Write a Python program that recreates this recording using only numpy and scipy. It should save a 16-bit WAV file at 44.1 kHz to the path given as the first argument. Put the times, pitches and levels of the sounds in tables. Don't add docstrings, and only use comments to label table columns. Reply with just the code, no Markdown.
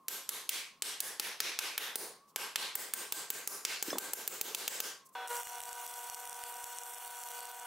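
import sys
import numpy as np
from scipy import signal
from scipy.fft import rfft
from scipy.io import wavfile
from scipy.ndimage import uniform_filter1d

SR = 44100
rng = np.random.default_rng(int(sys.argv[2]) if len(sys.argv) > 2 else 0)


def inscribe(sig):
    pcm = np.round(np.clip(np.atleast_2d(sig).T, -1, 1) * 32767)
    wavfile.write(sys.argv[1], SR, pcm.astype(np.int16))


def volts_from_db(level):
    exponent = np.asarray(level, float) / 20
    return 10 ** exponent


N = 337806
CUT_S = 5.1515


def evened(x):
    return x / np.sqrt(np.mean(x ** 2) + 1e-20)


def read(points, hz):
    f, value = np.transpose(points)
    return np.interp(np.log(hz + 1), np.log(f + 1), value)


def curves(rows):
    s, *columns = np.transpose(rows)
    return [np.interp(np.arange(N) / SR, s, c) for c in columns]


def add(mix, s, sound):
    part = mix[..., round(s * SR):][..., :sound.shape[-1]]
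    part += sound[..., :part.shape[-1]]


def colour(x, points):
    log_gain = np.log(volts_from_db(read(points, abs(np.fft.fftfreq(4096, 1 / SR)))))
    taps = np.fft.ifft(np.exp(np.conj(signal.hilbert(log_gain)))).real[:2048]
    return signal.oaconvolve(x, taps[None], axes=1)[:, :x.shape[1]]


def paired(shape, same):
    a, b = rng.standard_normal((2, *shape))
    same = np.clip(same, 0, 1)
    return a, same * a + np.sqrt(1 - same ** 2) * b


def field(magnitude, likeness, size):
    same = read(likeness, np.fft.rfftfreq(size, 1 / SR))[:, None]
    z = np.array(paired(magnitude.shape, same)) + 1j * np.array(paired(magnitude.shape, same))
    return signal.istft(z * magnitude, nperseg=size, noverlap=size * 3 // 4)[1][:, :N] * np.sqrt(3 / size)


def steady_air(spectrum, likeness):
    shape = volts_from_db(read(spectrum, np.fft.rfftfreq(1024, 1 / SR)))[:, None] * np.ones(N // 256 + 5)
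    return evened(field(shape, likeness, size=1024))


def drift(hz):
    return evened(signal.lfilter([1], [1, -np.exp(-2 * np.pi * hz / SR)], rng.standard_normal(N)))


CRACK_BAND_HZ = [850, 1700, 2850, 4700, 7600]
# (frequency [Hz], level [dB])
CRACK = [(150, -11), (500, -13.5), (1500, -8.5), (3000, -6), (7000, -1), (12000, 2), (15500, 9.5),
         (16300, -9), (17000, -52)]


def crack(plain_db, parts_db, tilt_db):
    hz, t = np.fft.rfftfreq(256, 1 / SR), np.arange(900) / SR
    burst = np.array(paired(t.shape, .93)) * volts_from_db(-60 * np.maximum(t - .001, 0) / .011)
    burst *= np.minimum(t / 0.00022, 1)
    burst += sum(gain * np.roll(burst, lag, axis=1) for lag, gain in [(100, 0.82), (200, 0.64), (310, 0.69)])
    lumpy = uniform_filter1d(abs(rfft(burst.sum(0), 2048)) ** 2, 24)[::8]
    plain_db = plain_db - 8 * np.log10(lumpy / lumpy.mean())
    band_db = read([*zip(CRACK_BAND_HZ, parts_db), (12000, 0)], hz)
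    crack_db = read(CRACK, hz) + 0.78 * band_db + tilt_db * np.log2(hz / 4000 + 0.022) + 1.02 * plain_db
    return np.tanh(0.19 * evened(colour(burst, list(zip(hz, crack_db)))))


# (frequency [Hz], T60 [s], ring_db index: wall, lid, lid overtones)
TUBE = [(1550, .2, 0), (1570, .26, 0), (1590, .3, 0), (2185, .25, 1), (2715, .2, 2), (2890, .2, 2),
        (3050, .2, 2)]


def ring(ring_db, t, build):
    out = np.zeros((2, len(t)))
    beat_s, wall_hz, lag_s_per_hz = .075, 1570, .001
    for hz, t60_s, part in TUBE:
        level = volts_from_db(ring_db[round(part)] + 6.5 - 60 * (t - .08) / t60_s) * build
        flutter = evened(uniform_filter1d(rng.standard_normal((2, len(t))), 600))
        grip = 0.5 + 0.09 * (flutter[0] + 1j * flutter[1])
        turns = hz * (t - beat_s) - lag_s_per_hz / 2 * (hz - wall_hz) ** 2
        out += level * (grip * np.exp(2j * np.pi * turns)).real * volts_from_db([[-part], [part]])
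    return out


# (time [s], crack peak [dB], lid looseness [dB], face bite [dB], bright spot [Hz])
RIM_BLOWS = [(0.0833, -18.5, 0, 0, 12500), (0.2913, -16, -2, 0, 11100), (0.4924, -13, 5, 5.5, 10700),
             (0.822, -16, 3.5, 3.5, 8500), (1.004, -14.5, -2.5, 2.5, 10800), (1.1977, -14.5, 7.5, 1, 11000),
             (1.4035, -13, 7, -1.5, 4400), (1.5896, -14, 11.5, 0.5, 12100), (1.779, -15, 7.5, -2, 12200),
             (1.957, -15.5, -4.5, -4, 9500)]
MIDDLE_BLOWS = [(2.3604, -16.5, 6.5, -1.5, 11840), (2.5586, -12.5, 5, 3, 3530),
                (2.7541, -14.5, -1, -3.5, 8100), (2.937, -14.5, -0.5, -1.5, 8800),
                (3.1233, -15, -1.5, -0.5, 8160), (3.303, -15, -0.5, -5.5, 7450), (3.475, -16, -5, 3, 11500),
                (3.6509, -13, 7, 4, 5240), (3.8262, -14.5, 1.5, -2.5, 7340), (3.984, -14.5, -1, -2.5, 7740),
                (4.1343, -14, -4, -0.5, 12200), (4.277, -14, -1.5, -7.5, 7400),
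                (4.4126, -12.5, -2, -4.5, 6940), (4.548, -14, -1, 0, 3700), (4.679, -13, 2, 3, 7650),
                (4.8031, -13.5, 2, 1.5, 6730)]
BLOWS = RIM_BLOWS + MIDDLE_BLOWS
# (wall ring [dB], lid ring [dB], top band [dB], crack tilt [dB/octave])
LANDINGS = [(7, 1, -3, -1.5), (0, 1, -5, -2), (6, -10, 3, 3.5), (3, -1, -5, 1), (-5, 2, 1, 0.5),
            (-2.5, -7, 3, -0.5), (4, -9, -1, 0), (6, -2, 0, -1), (7.5, 3, 1, 1), (-3, 0, 7, -1.5),
            (4, 5.5, -5, -0.5), (0.5, 5.5, -5, 0), (-1.5, -0.5, 9.5, 1.5), (2, 0, 5, 1.5),
            (3.5, 1, 4, -0.5), (3, 0, 5, 2), (-2, -6, 4, 0), (-1.5, 7, 1, -1), (-3, 4, 5, 0.5),
            (5, -6, 2.5, -2), (-0.5, 1, -1, 1.5), (-8, 5, 8, 0.5), (-2, 3, 6.5, -1), (-2, 2, 0, 0.5),
            (-1, 1, 4.5, -1), (3.5, -3, 4, -0.5)]
# (thump [dB], wall [dB], lid [dB], face [dB], edge [dB])
CRACK_BANDS = [(-7, -5, -6, 1, -1), (-13, -1, -0.5, -3, -1), (18, -9, 11, -3, -2), (13.5, 1, 12, 5, 3),
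               (-6, -12, 6, 1.5, -0.5), (5, -5, -4, 3, -3), (1, 2, -7, 1.5, -1), (-0.5, -3, -0.5, 3, 4),
               (4, 8, 7, 2, -3.5), (-1.5, -4, 5, 1, -3), (8, -2, 3, -3.5, 3), (5, 8, 4, 2.5, -2),
               (6, 7, 4, -4, -1), (7, 12, 8, -3, 3), (1, -7, 4, 0.5, -9), (11, -1, 12, -1, -4),
               (5, 4, 3, -3, 2), (6, 1, 6, 2, 9.5), (10, 7, 5, 0, 2.5), (-9, -17, -2, -3.5, -4.5),
               (11, 2, 7, -7, 2.5), (1, 2, 3, 0, -1), (-3.5, -11, 7.5, -3, -3), (7, 1, 7, 0, 1),
               (1, -2, 9, 0, -4), (3.5, -3, 6, -3, -6)]
# (time [s], level [dB])
SEATED = [(0, -3.5), (.6, -3), (1.5, 0.5), (1.9, 1), (2.6, 1), (3.5, -1.5), (3.85, 1), (4.4, 0.5),
          (4.8, 0.5)]
# (blow time [s], frequency [Hz], lift [dB])
TAIL_LIFTS = [(0.0833, 12700, 3), (0.2913, 1070, 6.5), (0.2914, 3730, 5), (0.4924, 2200, 5.5),
              (0.822, 3030, 4.5), (0.8221, 580, -7), (1.004, 1680, 10), (1.1977, 7600, -3), (1.1978, 3100, 1),
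              (1.4035, 5340, 3.5), (1.5896, 1850, -3.5), (1.5897, 12300, 1), (1.779, 1170, -5),
              (1.7791, 7700, -3.5), (1.7792, 3470, 5.5), (1.957, 4300, 5), (2.3597, 1030, 2),
              (2.3598, 2450, 0), (2.3599, 4330, -3), (2.5584, 1050, 6), (2.7539, 1350, 0), (2.754, 2050, 4),
              (2.9365, 970, 3.5), (3.3028, 1850, 0.5), (3.475, 1160, 9.5), (3.4751, 3350, -7),
              (3.4752, 4250, -5.5), (3.6506, 7450, -1.5), (3.6507, 480, -12), (3.6508, 5640, -3),
              (4.1345, 960, -3), (4.1346, 10700, -4), (4.277, 484, -4), (4.4126, 3460, 3.5), (4.8025, 503, 4)]
# centre [Hz], plain blow [dB/kHz], change per dB of looseness, of bite [dB/dB]
BLOW_HZ = [600, 2400, 6200, 12000]
TAIL_DB = [-52, -55, -54.5, -59]
LOOSE_SHARE = [-0.11, 0.97, 0.15, -0.11]
BITE_SHARE = [-0.28, 0.1, 0.72, 0.055]
# level [dB], change per dB of looseness, of seating [dB/dB]
RING_DB = [-57.5, -57, -60]
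RING_LOOSE = [0.12, 0.52, 1]
RING_SEATED = [0.47, -1, 0.11]
# (frequency [Hz], T60 [s])
SHOP = [(250, 0.28), (700, 0.35), (2000, 0.36), (5000, 0.34), (12000, 0.26), (16000, 0.2)]
# (frequency [Hz], likeness [0-1])
SHOP_SAME = [(60, 1), (180, 0.97), (550, 0.98), (1650, 0.71), (4970, 0.7), (15000, 0.82)]
# (frequency [Hz], level [dB])
TAIL_EDGES = [(60, -28), (120, -6), (170, -8.5), (270, -7.5), (300, -3.5), (420, 3.5), (515, 1.5),
              (620, -2.5), (900, 1.5)]


def hammer():
    hz, frames = np.fft.rfftfreq(256, 1 / SR), np.arange(N // 64 + 5) * 64 / SR
    power, out, t = np.zeros((len(hz), len(frames))), np.zeros((2, N)), np.arange(SR // 2) / SR
    build = 1 - np.exp(-t / 0.045)
    for blow, landing, parts_db in zip(BLOWS, LANDINGS, CRACK_BANDS):
        s, crack_db, loose_db, bite_db, spot_hz = blow
        wall_db, lid_db, top_db, tilt_db = landing
        seated_db = np.interp(s, *np.transpose(SEATED))

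        tail_db = TAIL_DB + loose_db * np.array(LOOSE_SHARE) + bite_db * np.array(BITE_SHARE)
        tail_db[0] += seated_db
        bands = list(zip(BLOW_HZ + [16400], [*tail_db, tail_db[-1] - 7.5 + top_db]))
        spot_db = 5 - 0.056 * loose_db - 0.22 * bite_db
        plain_db = read(bands, hz) + spot_db * np.exp(-((hz - spot_hz) / 1200) ** 2)
        tone_db = plain_db.copy()
        for at, lift_hz, lift_db in TAIL_LIFTS:
            if abs(at - s) < .02:
                tone_db += lift_db * np.exp(-(np.log(hz / lift_hz + 1e-9) / 0.14) ** 2)
        tone_db += 1.3 * evened(uniform_filter1d(rng.standard_normal(len(hz)), 5))

        age = np.maximum(frames - s - .004, 0)
        decay_db = -60 * (age - .08) / read(SHOP, hz)[:, None]
        decay_db -= 12 * np.maximum(age - .2, 0)
        decay_db -= 35 * np.maximum(frames - 4.864, 0)
        power += np.interp(age, t, build) * volts_from_db(tone_db[:, None] + 20 + decay_db) ** 2

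        ring_db = RING_DB + loose_db * np.array(RING_LOOSE) + seated_db * np.array(RING_SEATED)
        ring_db[0] += 6 * (s >= MIDDLE_BLOWS[0][0])
        ring_db += [wall_db, lid_db, lid_db / 2]
        add(out, s - .0004, volts_from_db(crack_db + 2.0) * crack(plain_db, parts_db, tilt_db))
        add(out, s, ring(ring_db, t, build))
    patches = uniform_filter1d(rng.standard_normal(power.shape), 3, 0)
    patches = evened(uniform_filter1d(patches, 30, 1))
    return out + colour(field(np.sqrt(power) * volts_from_db(1.13 * patches), SHOP_SAME, size=256), TAIL_EDGES)


RIPPLE_HZ = 240.05


def stack(hz, orders, levels_db, waver_db, locked=False):
    turns = np.cumsum(hz * np.ones(N)) / SR
    out = np.zeros(N)
    for k, db in zip(orders, levels_db):
        phase = k * hz / RIPPLE_HZ * .06 - 1 / 4 if locked else rng.random()
        level = volts_from_db(db + waver_db * drift(14)) * np.sqrt(2)
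        out += level * np.sin(2 * np.pi * (k * turns + phase))
    return out


# (time [s], dive [dB])
STRIKE = (5.276, 19)
SURGE_END_S = 5.41


def surge():
    t = np.arange(N) / SR
    sag = 1 - 0.59 * (t - STRIKE[0]) / (SURGE_END_S - STRIKE[0])
    return sag * np.clip((t - STRIKE[0]) / 0.03, 0, 1) * np.clip(1 - (t - SURGE_END_S) / 0.0067, 0, 1)


# (time [s], peak [dB], low share [dB])
POPS = [(5.433, -24, -15), (5.4718, -25, -11), (5.523, -34, -29), (5.5559, -27, -25), (5.584, -29.5, -30),
        (5.6045, -22, -14), (5.617, -25, -28), (5.6366, -23.5, -30), (5.6553, -26, -23), (5.692, -26, -24),
        (5.713, -37, -30), (5.7301, -22, -18), (5.7542, -33, -19), (5.8586, -40, -28), (5.865, -24, -30),
        (5.8774, -26, -28), (5.912, -32, -25), (5.94, -26.5, -36), (5.945, -32.1, -30), (6.0026, -34, -28),
        (6.099, -21.5, -32), (6.1458, -22, -34), (6.1503, -24, -35), (6.1792, -30, -16), (6.2046, -30, -30),
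        (6.2547, -27, -20), (6.275, -26.5, -30), (6.296, -22.5, -33), (6.3295, -24, -28), (6.345, -29, -30),
        (6.3676, -31, -28), (6.4383, -22.5, -17), (6.5249, -31, -26), (6.542, -31, -33), (6.5691, -30, -30),
        (6.6424, -21, -28), (6.6654, -38, -20), (6.762, -35, -27), (6.786, -22, -24), (6.8352, -25.5, -41),
        (6.9388, -32, -30), (6.9459, -27, -30), (6.984, -28, -34), (7.0776, -27, -30), (7.1109, -31, -27),
        (7.1305, -40, -26), (7.148, -33, -30), (7.1898, -32, -32), (7.2367, -25.5, -24), (7.275, -32, -32),
        (7.2874, -27, -38), (7.317, -26, -26), (7.337, -34, -30), (7.3834, -38, -27), (7.392, -30, -30),
        (7.406, -28, -31), (7.4545, -28, -30), (7.472, -31, -27), (7.5153, -28, -31), (7.5976, -28, -30)]
# (time [s], peak [dB])
CATCH_POPS = [(5.2752, -27), (5.2796, -20), (5.2816, -19), (5.2942, -31), (5.303, -31), (5.3132, -30),
              (5.3297, -30), (5.3527, -25), (5.3563, -27), (5.3608, -29), (5.3677, -24), (5.3753, -28),
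              (5.382, -29), (5.3884, -30), (5.3985, -28), (5.4108, -32), (5.4238, -30)]
# (time [s], peak [dB])
TICKS = [(5.446, -35), (5.4511, -34), (5.4547, -34), (5.4802, -34), (5.4971, -33), (5.5315, -33),
         (5.5478, -33), (5.792, -33), (5.8467, -33), (5.8817, -33), (5.8863, -33), (5.8963, -34),
         (5.9602, -34), (5.9784, -35), (6.0233, -33), (6.0438, -34), (6.0776, -34), (6.1984, -34),
         (6.3084, -33), (6.3521, -34), (6.4164, -35), (6.4851, -33), (6.8146, -33), (6.8656, -34),
         (6.8959, -33), (6.9352, -34), (6.9776, -33), (7.0585, -34), (7.1691, -33), (7.1962, -33),
         (7.2025, -34), (7.3042, -35), (7.3689, -34), (7.4295, -34), (7.4917, -34)]


def spatter():
    out, t = np.zeros((2, N)), np.arange(500) / SR
    small = [(SURGE_END_S + when * (N / SR - SURGE_END_S), -46 + 8 * size, -20)
             for when, size in rng.random((50, 2))]
    for s, db, low_db in POPS + small + [(s, db, -26) for s, db in CATCH_POPS + TICKS]:
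        snap = np.array(paired(t.shape, 0.78)) * (.12 * volts_from_db(-60 * t / .02) + volts_from_db(-60 * t / .0014))
        snap[:, 0] = 3.5 * np.sign(snap[0, 0])
        snap += .45 * np.roll(snap, 46, axis=1)
        snap = colour(snap, [(300, low_db), (1500, low_db + 20), (4000, 0.5), (8000, 8), (12500, 2.5),
                             (16500, -2)])
        add(out, s, volts_from_db(db + .5) * snap / abs(snap).max())
    return out


# (frequency [Hz], likeness [0-1])
ARC_SAME = [(60, 0.53), (150, 0.29), (380, 0.8), (950, 0.95), (2380, 0.93), (3900, 0.69), (5980, 0.8),
            (15000, 0.71)]
# (frequency [Hz], level [dB/Hz])
HISS = [(400, -72), (2000, -11.5), (3400, -4.5), (3900, -13.5), (4400, 1.5), (5200, -12.5), (5750, -3.5),
        (8500, 0), (11600, -3), (12200, -9), (13400, 0), (14300, -1.5), (15000, -5), (15700, -3)]


def arc_hiss(hiss_db, ripple):
    chop = 1 + 0.073 * np.cos(2 * ripple) + 0.21 * np.cos(ripple / 2)
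    sparks = volts_from_db(4.5 * np.minimum(rng.exponential(1, N), 2.7))
    sparks *= (rng.random(N) < 350 / SR) * rng.choice([-1, 1], N)
    patches = uniform_filter1d(rng.standard_normal((129, N // 64 + 5)), 5, 0)
    patches = uniform_filter1d(patches, 50, 1)
    fizz = field(volts_from_db(2.3 * evened(patches)), ARC_SAME, size=256) * chop * volts_from_db(1.4 * drift(60))
    hiss = volts_from_db(hiss_db + 0.5) * evened(colour(fizz + .55 * evened(sparks), HISS))
    return hiss + volts_from_db(hiss_db - 23) * stack(RIPPLE_HZ, [31, 36], [0, 0], waver_db=1)


# (time [s], level [dB])
GAIN = [(5.16, 10.5), (5.265, 8.5), (5.29, -2), (5.4, 0), (5.45, -3), (5.57, 4), (5.64, -0.5), (5.7, 2),
        (5.73, -0.5), (5.77, 1.5), (5.95, 0), (6.15, 0), (6.5, 1), (6.8, -1.5), (7.25, -1), (7.39, 2),
        (7.55, -1.5), (7.66, 1)]
# (time [s], level [dB])
SIZZLE = [(5.44, 0.5), (5.72, -1), (5.88, 0), (6.2, 0), (6.6, -1), (6.66, 0), (6.8, -2), (7.4, 1.5),
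          (7.56, -4)]
# multiple of RIPPLE_HZ, level [dB]
RIPPLE_ORDERS = [3, 4, 5, 6, 8, 9, 10, 12]
RIPPLE_DB = [-4.5, 3, -13, -9.5, -22, -16.5, -16, -13]
# delay [samples], level [dB]
ECHO_SAMPLES = [16, 30, 46, 76, 107]
ECHO_DB = [-14, -31, -12.5, -45, -6.5]


def arc():
    (gain_db,), (sizzle_db,) = curves(GAIN), curves(SIZZLE)
    t, surging = np.arange(N) / SR, surge()
    idle = np.clip((STRIKE[0] - t) / 0.005, 0, 1)
    buzz_db = -54.5 + 1.22 * gain_db - 8 * idle + 12.5 * surging
    low_db = -10 + 0.43 * gain_db + 12.5 * surging - idle
    hiss_db = -48.5 + sizzle_db - 19 * idle + 5 * surging
    held_db = -15 * (t < SURGE_END_S)
    levels_db = [RIPPLE_DB[0] + held_db, *RIPPLE_DB[1:]]
    buzz = stack(RIPPLE_HZ, RIPPLE_ORDERS, levels_db, waver_db=1.3, locked=True)
    buzz += volts_from_db(low_db) * stack(2 * RIPPLE_HZ, [1], [0], waver_db=2, locked=True)
    overtones = volts_from_db(-59.5) * surging * stack(RIPPLE_HZ, [6, 8], [6, -4], waver_db=5.5, locked=True)

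    ripple = 2 * np.pi * RIPPLE_HZ * np.arange(N) / SR
    hiss = arc_hiss(hiss_db, ripple) + spatter()
    echoes = sum(volts_from_db(db) * np.roll(hiss, k, axis=1) for k, db in zip(ECHO_SAMPLES, ECHO_DB))

    since, spit_peak_s = t - 5.308, 5.3132
    cycle = (ripple - 2 * np.pi * RIPPLE_HZ * spit_peak_s) / 4
    spits = -sum(np.cos(k * cycle) for k in range(8, 30))
    spits *= np.clip(since / 0.0069, 0, 1) * np.exp(-abs(since) / 0.03)
    return volts_from_db(buzz_db) * buzz + overtones + volts_from_db(-54) * spits + hiss + echoes


# multiple of blade pitch, level [dB]
FAN_ORDERS = [2, 4, 7, 9]
FAN_DB = [1.5, 0.5, -12, -8]
# (frequency [Hz], level [dB])
FAN_AIR = [(100, -57), (330, -14.5), (450, -7.5), (900, 2), (1600, -1.5), (2500, -9), (3400, -6.5),
           (3900, -7), (8000, -21)]


def fan():
    gain_db, = curves(GAIN)
    whine_db = -60.5 + 1.1 * gain_db + 4 * surge()
    air_db = -60.5 + 0.69 * gain_db + 11 * surge()
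    air = volts_from_db(air_db + 5.5) * steady_air(FAN_AIR, ARC_SAME)
    blade_hz = 377.6 * (1 + 0.001406 * drift(2.56))
    return volts_from_db(whine_db) * stack(blade_hz, FAN_ORDERS, FAN_DB, waver_db=2.0) + air


# (frequency [Hz], width [Hz], depth [dB], depth wander [dB])
NOTCHES = [(3950, 100, -9, 18), (4710, 270, -10, 4), (5260, 59, 3, -2), (12800, 300, -1, 0)]


def bench_cancel(x):
    hz, t, z = signal.stft(x, SR, nperseg=512, noverlap=384)
    at = np.minimum((t * SR).astype(int), N - 1)
    cut_db = 0
    for f, width, db, wander_db in NOTCHES:
        depth_db = np.minimum(db + wander_db * drift(2.7)[at], 0)
        centre_hz = f * (1 + 0.011 * drift(1.5)[at])
        cut_db = cut_db + depth_db * np.exp(-((hz[:, None] - centre_hz) / width) ** 2)
    return signal.istft(z * volts_from_db(cut_db), SR, nperseg=512, noverlap=384)[1][:, :N]


KNOCK_S = [3.8808, 3.902, 3.904, 3.9045, 3.905, 3.914, 3.929, 3.9292, 3.93, 3.9315, 3.934, 3.945, 3.948,
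           3.954, 3.957, 3.958, 3.963, 3.967, 3.972, 3.982]
# (level [dB], pitch [Hz], T60 [s])
KNOCKS = [(-19.5, 310, 0.037), (-26, 3240, 0.016), (-30, 6150, .06), (-25, 5250, .045), (-26.5, 1690, .024),
          (-33, 300, 0.037), (-11.5, 570, .0091), (-38, 3480, 0.14), (-31, 270, 0.06), (-28, 1130, 0.032),
          (-33, 1800, .012), (-30, 400, 0.044), (-44, 240, .05), (-17, 496, .0087), (-34, 1600, .012),
          (-31, 990, 0.03), (-34, 250, 0.046), (-37, 360, 0.065), (-32, 810, .026), (-36, 1200, .058)]
# (time [s], level [dB], half length [s], centre [Hz])
BRUSHES = [
    (2.296, -65, 0.018, 5030),
    (5.065, -56.5, 0.011, 8500),
    (5.093, -61, 0.0055, 8950),
    (5.143, -62, 0.016, 9000),
]


def bench():
    out, t = np.zeros((2, N)), np.arange(6000) / SR
    for s, (db, hz, t60_s) in zip(KNOCK_S, KNOCKS):
        add(out, s, volts_from_db(db - 60 * t / t60_s) * np.minimum(t * hz / 0.72, 1) * np.sin(2 * np.pi * hz * t))
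    for s, db, half_s, hz in BRUSHES:
        rub = colour(np.array(paired(t.shape, 0.58)), [(hz / 3, -22), (hz / 1.1, 0), (15600, -5)])
        add(out, s - .068, volts_from_db(db) * evened(rub) * np.exp(-((t - .068) / half_s) ** 2))
    return out


# (time [s], pitch [Hz], level [dB])
FAR_WHINE = [(0, 1100, -66), (.08, 1040, -68), (.75, 1090, -75), (2.19, 1090, -68), (2.26, 1150, -71),
             (2.35, 1090, -73), (4.95, 1150, -65), (5.1, 1050, -68), (5.13, 1030, -80)]
# (frequency [Hz], level [dB/Hz])
QUIET = [(70, -32), (130, -1), (280, -9.5), (450, -9), (800, -15), (1100, -1.5), (1500, -22), (3400, -27),
         (15500, -28)]


def shop_air():
    hz, whine_db = curves(FAR_WHINE)
    turn = 2 * np.pi * np.cumsum(hz) / SR
    whine = volts_from_db(whine_db + drift(14)) * np.sqrt(2) * (np.sin(turn) + 0.039 * np.sin(2 * turn))
    return volts_from_db(-68.5) * steady_air(QUIET, SHOP_SAME) + whine


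def scene():
    after = np.arange(N) >= CUT_S * SR
    before = hammer() + bench() + shop_air()
    return np.where(after, bench_cancel(fan() + arc()), before)


def thud(db):
    t = np.arange(1500) / SR
    jolt = signal.lfilter([1], [1, -np.exp(-2 * np.pi * 150 / SR)], np.array(paired(t.shape, 0.71)))
    return volts_from_db(db - 60 * t / 0.035) * evened(jolt)


def dips(peaks, dive_s, recover_s):
    t, dip_db = np.arange(SR // 2) / SR, np.zeros(N)
    for s, depth_db in peaks:
        add(dip_db, s + 0.00054, depth_db * (1 - np.exp(-t / dive_s)) * np.exp(-t / recover_s))
    return dip_db


def low_pass(x, taps, edge_hz, beta):
    return signal.oaconvolve(x, signal.firwin(taps, edge_hz, window=("kaiser", beta), fs=SR)[None], "same")


def roll_off(x):
    return signal.sosfilt(signal.butter(12, 16980, fs=SR, output="sos"), x)


def record(dry):
    x = signal.sosfilt(signal.butter(4, 165, "high", fs=SR, output="sos"), dry)
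    sharp = np.zeros(N)
    for s, *_ in BLOWS:
        add(x, s, thud(db=-57))
        add(sharp, s - .003, np.hanning(400))
    for s, db, _ in POPS:
        add(x, s - .004, thud(db=db - 40.5))
        add(sharp, s - .004, np.hanning(520) * volts_from_db(3.6 * (db + 15.0)))

    dip_db = dips([(row[0], 26) for row in BLOWS] + [(3.93, 1)], dive_s=0.006, recover_s=0.058)
    dip_db += dips([(s, 0.79 * max(db + 36.0, 0)) for s, db, _ in POPS], dive_s=0.00068, recover_s=0.0068)
    dip_db += dips([STRIKE], dive_s=0.00099, recover_s=0.0096)
    ceiling = .2
    x = ceiling * np.tanh(x * volts_from_db(-dip_db) / ceiling)

    rumble = colour(np.array(paired((N,), 0.52)), [(20, -46), (90, -44.5), (160, -81.0)])
    rumble_db = np.where(np.arange(N) < CUT_S * SR, -30., -22.) + 2.8 * drift(5)
    x = x + volts_from_db(rumble_db) * rumble

    dull = low_pass(x, taps=801, edge_hz=15800, beta=9)
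    x = dull + np.minimum(sharp, 1) * (x - dull)
    x = low_pass(x, taps=201, edge_hz=16800, beta=8)
    return roll_off(x)


dry = scene()
out = record(dry)
inscribe(out)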